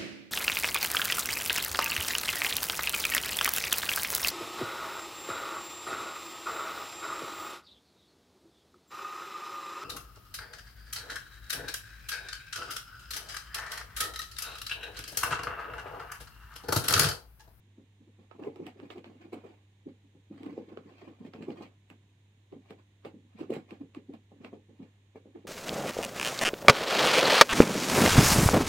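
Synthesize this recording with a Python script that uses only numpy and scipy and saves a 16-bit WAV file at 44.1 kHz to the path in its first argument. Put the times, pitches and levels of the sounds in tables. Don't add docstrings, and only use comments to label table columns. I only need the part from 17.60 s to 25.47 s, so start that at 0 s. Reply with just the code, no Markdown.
import sys
import numpy as np
from scipy import signal
from scipy.fft import rfft, irfft, next_fast_len
from scipy.io import wavfile

SR = 44100
rng = np.random.default_rng(int(sys.argv[2]) if len(sys.argv) > 2 else 0)


def log_audio(samples):
    frames = np.atleast_2d(samples).T
    limited = np.clip(frames, -1, 1)
    pcm = np.round(limited * 32767).astype(np.int16)
    wavfile.write(sys.argv[1], SR, pcm)


N = 347067

# time of full weight in seconds, peak of the thud in dB, pitch of the thud in Hz,
# contact time in seconds (a shared softness scales it), slap of the pad in dB re the peak, before a shared trim.
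LANDINGS = [(0.184, -44, 271, 0.0068, -23.5), (0.411, -50.5, 264, .011, -38), (0.479, -50, 312, 0.011, -25),
            (0.592, -46.5, 306, 0.0046, -20), (0.753, -46.5, 310, 0.0082, -9.5),
            (0.795, -35.5, 395, 0.0055, -16), (0.826, -37.5, 310, 0.021, -10.5),
            (0.847, -38, 416, .004, -7.5), (0.873, -26.5, 395, 0.011, -21),
            (0.884, -34.5, 407, 0.015, -17.5), (0.963, -41.5, 360, 0.0096, -11),
            (1.002, -30, 352, 0.0094, -31), (1.026, -37, 303, .013, -29), (1.07, -37.5, 304, 0.014, -29),
            (1.202, -45.5, 367, 0.015, -17), (1.235, -38.5, 298, 0.019, -16.5),
            (1.257, -42.5, 282, 0.0056, -13), (1.305, -44.5, 346, 0.0084, -6), (1.36, -41, 360, 0.013, -11),
            (1.378, -39, 351, 0.027, -12.5), (1.468, -40.5, 310, 0.0074, -25),
            (1.556, -47.5, 276, 0.0049, -22), (1.654, -44.5, 335, 0.022, -11.5),
            (1.733, -28.5, 369, 0.0074, -13.5), (1.772, -41, 292, .016, -24),
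            (1.841, -43.5, 416, .006, -7.5), (1.853, -41.5, 415, 0.01, -12), (1.905, -49.5, 346, .016, -25),
            (2.269, -31, 313, .0075, -33), (2.447, -55, 265, 0.007, -33), (2.55, -50.5, 310, 0.004, -23),
            (2.712, -32.5, 260, 0.0073, -39), (2.761, -47, 282, 0.037, -32),
            (2.809, -39.5, 300, 0.013, -17), (2.835, -40, 323, 0.014, -18), (2.866, -30.5, 288, 0.011, -21),
            (2.891, -33.5, 287, .0035, -17.5), (2.928, -35.5, 302, 0.012, -33),
            (2.979, -26, 398, 0.0038, -33), (3.085, -45.5, 335, 0.012, -29), (3.124, -38, 340, 0.0092, -15),
            (3.175, -36.5, 406, 0.008, -18), (3.26, -42, 272, 0.0068, -31), (3.429, -42.5, 339, 0.011, -25),
            (3.478, -37.5, 333, 0.01, -20), (3.611, -37, 220, 0.0098, -20), (3.652, -35, 230, .0045, -38),
            (3.749, -34.5, 335, 0.0019, -33), (3.789, -38.5, 272, 0.0079, -27),
            (3.808, -32, 249, 0.0047, -34), (3.83, -37, 253, 0.0055, -37), (3.886, -25, 340, 0.011, -21),
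            (3.903, -26.5, 332, 0.0069, -24), (3.987, -42, 344, 0.019, -20),
            (4.01, -35.5, 306, 0.012, -14.5), (4.086, -57, 320, 0.012, -11), (4.312, -48.5, 287, .013, -11),
            (4.929, -35.5, 335, 0.0063, -17.5), (4.967, -42, 272, 0.011, -24),
            (5.109, -36, 360, 0.0046, -13.5), (5.457, -31, 420, 0.0046, -10.5),
            (5.543, -38.5, 292, 0.0048, -33), (5.567, -47.5, 256, 0.0069, -38),
            (5.651, -53, 224, 0.0089, -33), (5.753, -46.5, 225, .014, -24), (5.793, -39, 366, 0.0047, -7.5),
            (5.814, -28, 317, 0.011, -31), (5.905, -19.5, 387, 0.0069, -25), (5.923, -27, 406, .005, -14),
            (5.967, -25.5, 276, 0.0034, -17), (6.123, -35, 332, 0.0091, -16.5),
            (6.214, -33, 282, 0.021, -24), (6.372, -35.5, 321, 0.013, -42), (6.496, -32, 267, 0.007, -31),
            (6.541, -40, 270, .009, -14), (6.719, -45.5, 327, 0.0021, -12), (6.762, -52.5, 301, .01, -26),
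            (6.808, -43.5, 248, 0.011, -26), (6.849, -36, 327, 0.0051, -12.5),
            (6.93, -34, 345, 0.0026, -19), (6.937, -34.5, 384, 0.0033, -21.5),
            (7.095, -44.5, 317, 0.0046, -23), (7.203, -34.5, 276, 0.0083, -28),
            (7.225, -39, 245, .011, -38), (7.558, -36, 410, 0.0028, -16), (7.658, -42, 370, 0.0027, -23),
            (7.759, -37.5, 342, .014, -19.5), (7.779, -45.5, 327, 0.011, -34),
            (7.852, -37.5, 352, 0.0068, -26)]
# time in seconds, level in dB, top-end sparkle in dB re that level
# before a shared trim, time in which the fibres let go in seconds.
CLAW_SNAGS = [(0.7124, -59.5, -62, 0.0045), (0.8365, -54.5, -38, 0.0021), (0.959, -59, -16, 0.0018),
              (1.0668, -48, -14, 0.0024), (1.2, -55.5, -26, 0.00078), (1.3028, -47.5, -23, 0.0025),
              (1.31, -57, -16, 0.0018), (1.382, -58, -19, 0.0013), (1.4439, -52, -29, 0.001),
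              (1.7288, -57.5, -8, 0.0039), (1.741, -57, -10, .007), (2.8324, -55, -14, 0.0016),
              (2.8627, -58, -17, .003), (3.1732, -53.5, -51, 0.00083), (3.7359, -51.5, -26, 0.0043),
              (3.8249, -55.5, -16, 0.0022), (3.9045, -55, -26, .0027), (4.301, -55, -12, .0022),
              (4.9235, -68, -32, 0.0025), (5.1069, -53.5, -14, 0.00071), (5.449, -50.5, -34, 0.0026),
              (5.454, -56, -14, 0.0033), (5.787, -61, -12, 0.0069), (5.805, -56, -14, .012),
              (5.9051, -55, -8, .002), (5.9365, -50.5, -7, .0075), (5.9546, -54, -17, .0027),
              (6.1079, -51, -19.5, 0.0017), (6.3482, -53.5, -17.5, 0.00042), (6.538, -60, -13, 0.0014),
              (6.8474, -47.5, -28, .001)]
# fastest moment in seconds, level in dB before a shared trim,
# swell in seconds, fade in seconds; swell and fade each span 20 dB.
SLIDES = [(0.6, -66.5, 0.024, 0.11), (0.714, -62, .004, 0.045), (0.79, -67, .012, .06),
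          (0.85, -65, 0.047, 0.25), (1.0, -61, 0.07, 0.11), (1.075, -49.5, 0.045, 0.068),
          (1.198, -58.5, 0.072, .15), (1.312, -51.5, 0.013, .065), (1.378, -54, 0.032, 0.047),
          (1.455, -58.5, .012, 0.19), (1.615, -55.5, .02, 0.087), (1.735, -55, .008, 0.14),
          (1.88, -60.5, .12, 0.16), (2.29, -67, .03, 0.054), (2.72, -58, 0.0094, 0.089),
          (2.775, -59, .03, 0.053), (2.85, -55.5, 0.12, 0.33), (2.98, -56, 0.015, 0.039),
          (3.09, -57, .015, 0.075), (3.3, -57.5, 0.056, 0.054), (3.42, -55, 0.23, 0.18),
          (3.665, -55.5, .1, 0.036), (3.74, -54.5, .008, .11), (3.83, -53, .07, 0.11),
          (3.905, -55, 0.049, 0.079), (4.03, -50, 0.13, 0.073), (4.308, -59, .015, .05),
          (5.108, -57, 0.091, .04), (5.19, -60, 0.025, 0.033), (5.455, -53, 0.0094, 0.017),
          (5.81, -49, 0.069, 0.046), (5.905, -53, .008, 0.12), (5.955, -48.5, 0.067, 0.057),
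          (6.11, -53, 0.042, 0.096), (6.355, -50, 0.012, 0.035), (6.54, -67, 0.037, 0.037),
          (6.85, -54, 0.059, 0.059), (7.22, -61.5, 0.074, 0.16), (7.553, -62, .006, 0.015),
          (7.765, -66, 0.07, .25)]
# start in seconds, end in seconds.
DASHES = [(0.9, 1.7), (2.75, 4.05)]
# pitch in Hz, width in Hz, level in dB.
BOARD_RESONANCES = [(149, 39, -5), (216.5, 27.4, 2), (282, 39.5, 0.5), (335, 29, -4), (395, 13.5, -3.5),
                    (445.5, 24, -1.5), (533.7, 45, -3), (730, 36, -9.5), (833, 40, 4.5), (946, 32, -1)]
# frequency in Hz, relative level in dB.
SLAP_COLOUR = [(250, -0.5), (450, -15), (560, -12), (640, 2.5), (800, 5), (900, -10.5), (1020, -1),
               (1400, -13), (2500, -40)]
# frequency in Hz, relative level in dB.
SNAG_COLOUR = [(700, -34.5), (1200, 13), (1600, 7.5), (2700, 14), (4000, 2.5), (5500, -7.5), (8000, -29.5),
               (15000, -79)]
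# frequency in Hz, relative level in dB.
TUG_COLOUR = [(130, -38), (280, 8.5), (450, 15), (650, 4), (1100, 5), (1600, 1), (3000, -55)]
# frequency in Hz, relative level in dB.
SPARKLE_COLOUR = [(3500, -68), (7500, 16), (10500, 5), (15000, 5)]
# frequency in Hz, relative level in dB.
PILE_COLOUR = [(120, -23.5), (300, 10.5), (700, 4), (1100, 1.5), (1500, 0), (2700, 2), (4000, -8),
               (5500, -19.5), (8000, -24.5), (10500, -32), (15000, -29.5)]
# frequency in Hz, relative level in dB.
AIR_COLOUR = [(25, -13), (55, -1), (110, 8.5), (190, 1), (300, 0.5), (450, -5.5), (620, -12), (1000, -9),
              (1400, -20.5), (3000, -48)]
# frequency in Hz, relative level in dB.
HISS_COLOUR = [(900, -34), (1400, -4.5), (1800, 2.5), (2600, 1.5), (3800, 1), (4700, -12.5), (5700, -12),
               (6800, -5.5), (8200, -16.5), (9000, -9), (10000, -27), (13000, -20), (15500, -22.5)]
# multiple of HUM_HZ, rms level in dB before it wavers.
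HUM_PARTIALS = [(1, -62.5), (2, -80.5), (3, -86)]
# frequency in Hz, gain in dB.
LEFT_MICROPHONE = [(100, -.7), (600, -.6), (1400, -3.6), (2700, -5), (5000, -1.6), (9000, -1.8),
                   (14000, -2.8)]

HUM_HZ, TOP_HZ = 100.13, 15600
USUAL_PAW_DB, USUAL_PAW_HZ = -38, 330
AFTER_RING_DB, AFTER_RING_DB_PER_DB = -12, -0.19
USUAL_SPARKLE_DB = -20
BACKING_TUG_DB, BACKING_TUG_DB_PER_DB = -12, -0.3
PULL_S = 0.008
PATTER_PER_S, PATTER_DB, PATTER_SPREAD_DB, PATTER_CONTACT_S, PATTER_SLAP_DB = 14, -49, 0.5, 0.011, -19.5
BRUSH_DB, BRUSH_SWELL_S, BRUSH_FADE_S = -7.5, 0.017, 0.041
DRAG_DB, DRAG_SWELL_S, DRAG_FADE_S = -8.5, 0.0092, 0.037
TEAR_DB = -52


def paws(softness=0.23, ring_t60=0.21, ring_delay=0.0048, kick_s=0.00072, slap_trim_db=-5, smack=0.6,
         slap_t60=0.14, phase_spread=0.44, toe_lead_s=0.0073, toe_db=-12):
    out = np.zeros((2, N))
    lead = SR // 70
    t = np.arange(-lead, SR // 6) / SR
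    ring_shape = np.clip(t / ring_delay + 0.37, 0, 1) * undb(-60 * t / ring_t60)
    pat = np.where(t < 0, np.exp(-abs(t) / 0.006), undb(-60 * t / slap_t60))
    early = slice(lead + SR // 160, lead + SR // 25)
    floor_paths = boards(diffuse(2 * SR))
    pad_paths = unit(colour(diffuse(2 * SR), SLAP_COLOUR))

    for s, db, hz, contact, pad_db in list(LANDINGS) + patter():
        spot = rng.integers(2 * SR - len(t)) + np.arange(len(t))
        press_s = softness * contact
        weight = 1 / np.cosh(np.clip(t / press_s, -40, 40))
        toes = undb(toe_db) / np.cosh(np.clip((t + toe_lead_s) / press_s, -40, 40))
        phase = 2 * np.pi * (hz * t + rng.random()) + phase_spread * rng.standard_normal((2, 1))
        thud = weight * np.sin(phase) + toes * np.sin(phase + 2 * np.pi * rng.random())
        kick = np.cos(2 * np.pi * hz * t[:2 * lead]) / np.cosh(t[:2 * lead] / kick_s)
        ring = signal.fftconvolve(floor_paths[:, spot], kick[None], "same", axes=1) * ring_shape
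        after_db = AFTER_RING_DB + AFTER_RING_DB_PER_DB * (db - USUAL_PAW_DB)
        ring *= undb(after_db) / np.sqrt(2 * np.mean(ring[:, early] ** 2))
        slap = pad_paths[:, spot] * (pat + smack * weight) * undb(pad_db + slap_trim_db)
        add(out, s - lead / SR, undb(db) * (thud + ring + slap))
    return out


def patter():
    times = np.concatenate([np.arange(start, end, 1 / PATTER_PER_S) for start, end in DASHES])
    steps = []
    for s, (late, force, sharp) in zip(times, rng.standard_normal((100, 3))):
        step_s = s + 0.25 * late / PATTER_PER_S
        step_db = PATTER_DB + PATTER_SPREAD_DB * force
        step_hz = USUAL_PAW_HZ * 2 ** (0.23 * sharp)
        steps.append((step_s, step_db, step_hz, PATTER_CONTACT_S, PATTER_SLAP_DB))
    return steps


def boards(x):
    total = 0
    for k, (hz, width, db) in enumerate(BOARD_RESONANCES):
        peak = signal.iirpeak(hz, hz / width, fs=SR)
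        total = total + (-1) ** k * undb(db) * signal.lfilter(*peak, x)
    return total


def claws(snag_db=-10, sparkle_trim_db=-10, snap=2.1, pull_db=-17):
    out = np.zeros((2, N))
    lead = SR // 40
    t = np.arange(-lead, SR // 24) / SR
    for s, db, top_db, release in CLAW_SNAGS:
        pull = undb(pull_db) * np.exp(-abs(t / PULL_S))
        strain = np.where(t < 0, pull, np.exp(-abs(t / release)))
        crackle = fibres(3500, 1.8, len(t)) * strain
        crack = snap * np.array([t == 0, np.roll(t == 0, rng.integers(-12, 13))])
        snaps = crack + near_paths(crackle, smear=0.0004)
        snag = unit(colour(snaps, SNAG_COLOUR)) * undb(snag_db)
        tug_db = BACKING_TUG_DB + BACKING_TUG_DB_PER_DB * (top_db - USUAL_SPARKLE_DB)
        tug = unit(colour(snaps, TUG_COLOUR)) * undb(tug_db)
        sparkle = unit(colour(snaps, SPARKLE_COLOUR)) * undb(top_db + sparkle_trim_db)
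        add(out, s - lead / SR, undb(db) * (snag + tug + sparkle))
    left_right_gain = undb([[-1.2], [0.8]])
    return room(out, t60=0.18, wet_db=-4.5) * left_right_gain


def scuffs(grains_per_s=1200, spread_db=4.5, scuff_trim_db=-4.5, patchy_db=1.5, tear_trim_db=-27):
    effort = rubbing()
    catches = fibres(grains_per_s, spread_db, N) * undb(patchy_db * walk(90))
    flicks = near_paths(catches, smear=0.0019)
    tearing = np.minimum(effort / undb(TEAR_DB), 2)
    fizz = unit(colour(flicks, SPARKLE_COLOUR)) * undb(tear_trim_db) * tearing
    rustle = unit(colour(flicks, PILE_COLOUR)) + fizz
    return room(rustle * effort * undb(scuff_trim_db), t60=0.11, wet_db=4.0)


def rubbing():
    brushes = [(s, db + slap_db + BRUSH_DB, BRUSH_SWELL_S, BRUSH_FADE_S) for s, db, _, _, slap_db in LANDINGS]
    drags = [(s, db + DRAG_DB, DRAG_SWELL_S, DRAG_FADE_S) for s, db, _, _ in CLAW_SNAGS]
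    power = np.zeros(N)
    for s, db, swell, fade in list(SLIDES) + brushes + drags:
        start = max(s - 2 * swell, 0)
        t = np.arange(start - s, 2 * fade, 1 / SR)
        level_db = db - 20 * np.maximum(-t / swell, t / fade)
        add(power, start, undb(level_db) ** 2)
    return np.sqrt(power)


def fibres(rate, spread_db, count):
    clicks = (rng.random(count) < rate / SR) * rng.choice([-1, 1], count)
    return clicks * undb(spread_db * np.minimum(rng.exponential(size=count), 4))


def near_paths(x, smear, size=1024):
    pieces = np.pad(x, (0, -len(x) % size)).reshape(-1, size)
    paths = diffuse(pieces.size).reshape(2, -1, size) * np.exp(-np.arange(size) / SR / smear)
    paths /= np.sqrt(np.sum(paths ** 2, axis=2, keepdims=True))
    return irfft(rfft(pieces) * rfft(paths)).reshape(2, -1)[:, :len(x)]


def room(x, t60, wet_db):
    t = np.arange(SR // 4) / SR
    tail = diffuse(len(t)) * undb(-60 * t / t60)
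    response = tail * undb(wet_db) / np.sqrt(np.sum(tail ** 2) / 2)
    response[:, 0] += 1
    return signal.fftconvolve(np.atleast_2d(x), response, axes=1)[:, :x.shape[-1]]


def background(air_db=-70.0, hiss_db=-73.5, waver_db=0.7):
    t = np.arange(N) / SR
    hum = np.zeros(N)
    for k, db in HUM_PARTIALS:
        hum += np.sqrt(2) * undb(db) * np.sin(2 * np.pi * (k * HUM_HZ * t + rng.random()))
    air = unit(colour(diffuse(N), AIR_COLOUR, size=8192)) * undb(air_db)
    hiss = unit(colour(rng.standard_normal((2, N)), HISS_COLOUR)) * undb(hiss_db)
    return hum * undb(waver_db * walk(16.0)) + air + hiss


def walk(rate):
    return np.interp(np.arange(N) / SR * rate, np.arange(N // 100), rng.standard_normal(N // 100))


def diffuse(count, apart_hz=750):
    size = next_fast_len(count, True)
    mid, side = rfft(rng.standard_normal((2, size)))
    hz = np.arange(len(mid)) * SR / size
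    alike = 0.97 / (1 + (hz / apart_hz) ** 3)
    mid, side = mid * np.sqrt(1 + alike), side * np.sqrt(1 - alike)
    return irfft(np.array([mid + side, mid - side]), size)[:, :count] / np.sqrt(2)


def colour(x, points, size=2048):
    hz, db = np.transpose(points)
    grid = np.maximum(np.arange(size // 2 + 1) * SR / size, 1)
    cepstrum = irfft(np.log(undb(np.interp(np.log(grid), np.log(hz), db))))
    cepstrum[1:size // 2] *= 2
    cepstrum[size // 2 + 1:] = 0
    response = irfft(np.exp(rfft(cepstrum)))
    return signal.fftconvolve(np.atleast_2d(x), response[None], axes=1)[:, :x.shape[-1]]


def undb(db):
    return 10 ** (np.asarray(db) / 20)


def unit(x):
    return x / np.sqrt(np.mean(x ** 2))


def add(track, s, sound):
    start = max(int(s * SR), 0)
    part = sound[..., :N - start]
    track[..., start:start + part.shape[-1]] += part


def scene():
    kitten = paws() + claws() + scuffs()
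    bass_cut = signal.butter(3, 125, "high", fs=SR, output="sos")
    return signal.sosfilt(bass_cut, kitten) + background()


def record(dry):
    microphones = np.vstack([colour(dry[0], LEFT_MICROPHONE), dry[1]])
    top_cut = signal.ellip(10, 0.2, 70, TOP_HZ, fs=SR, output="sos")
    return signal.sosfilt(top_cut, microphones)


dry = scene()
out = record(dry)
log_audio(out)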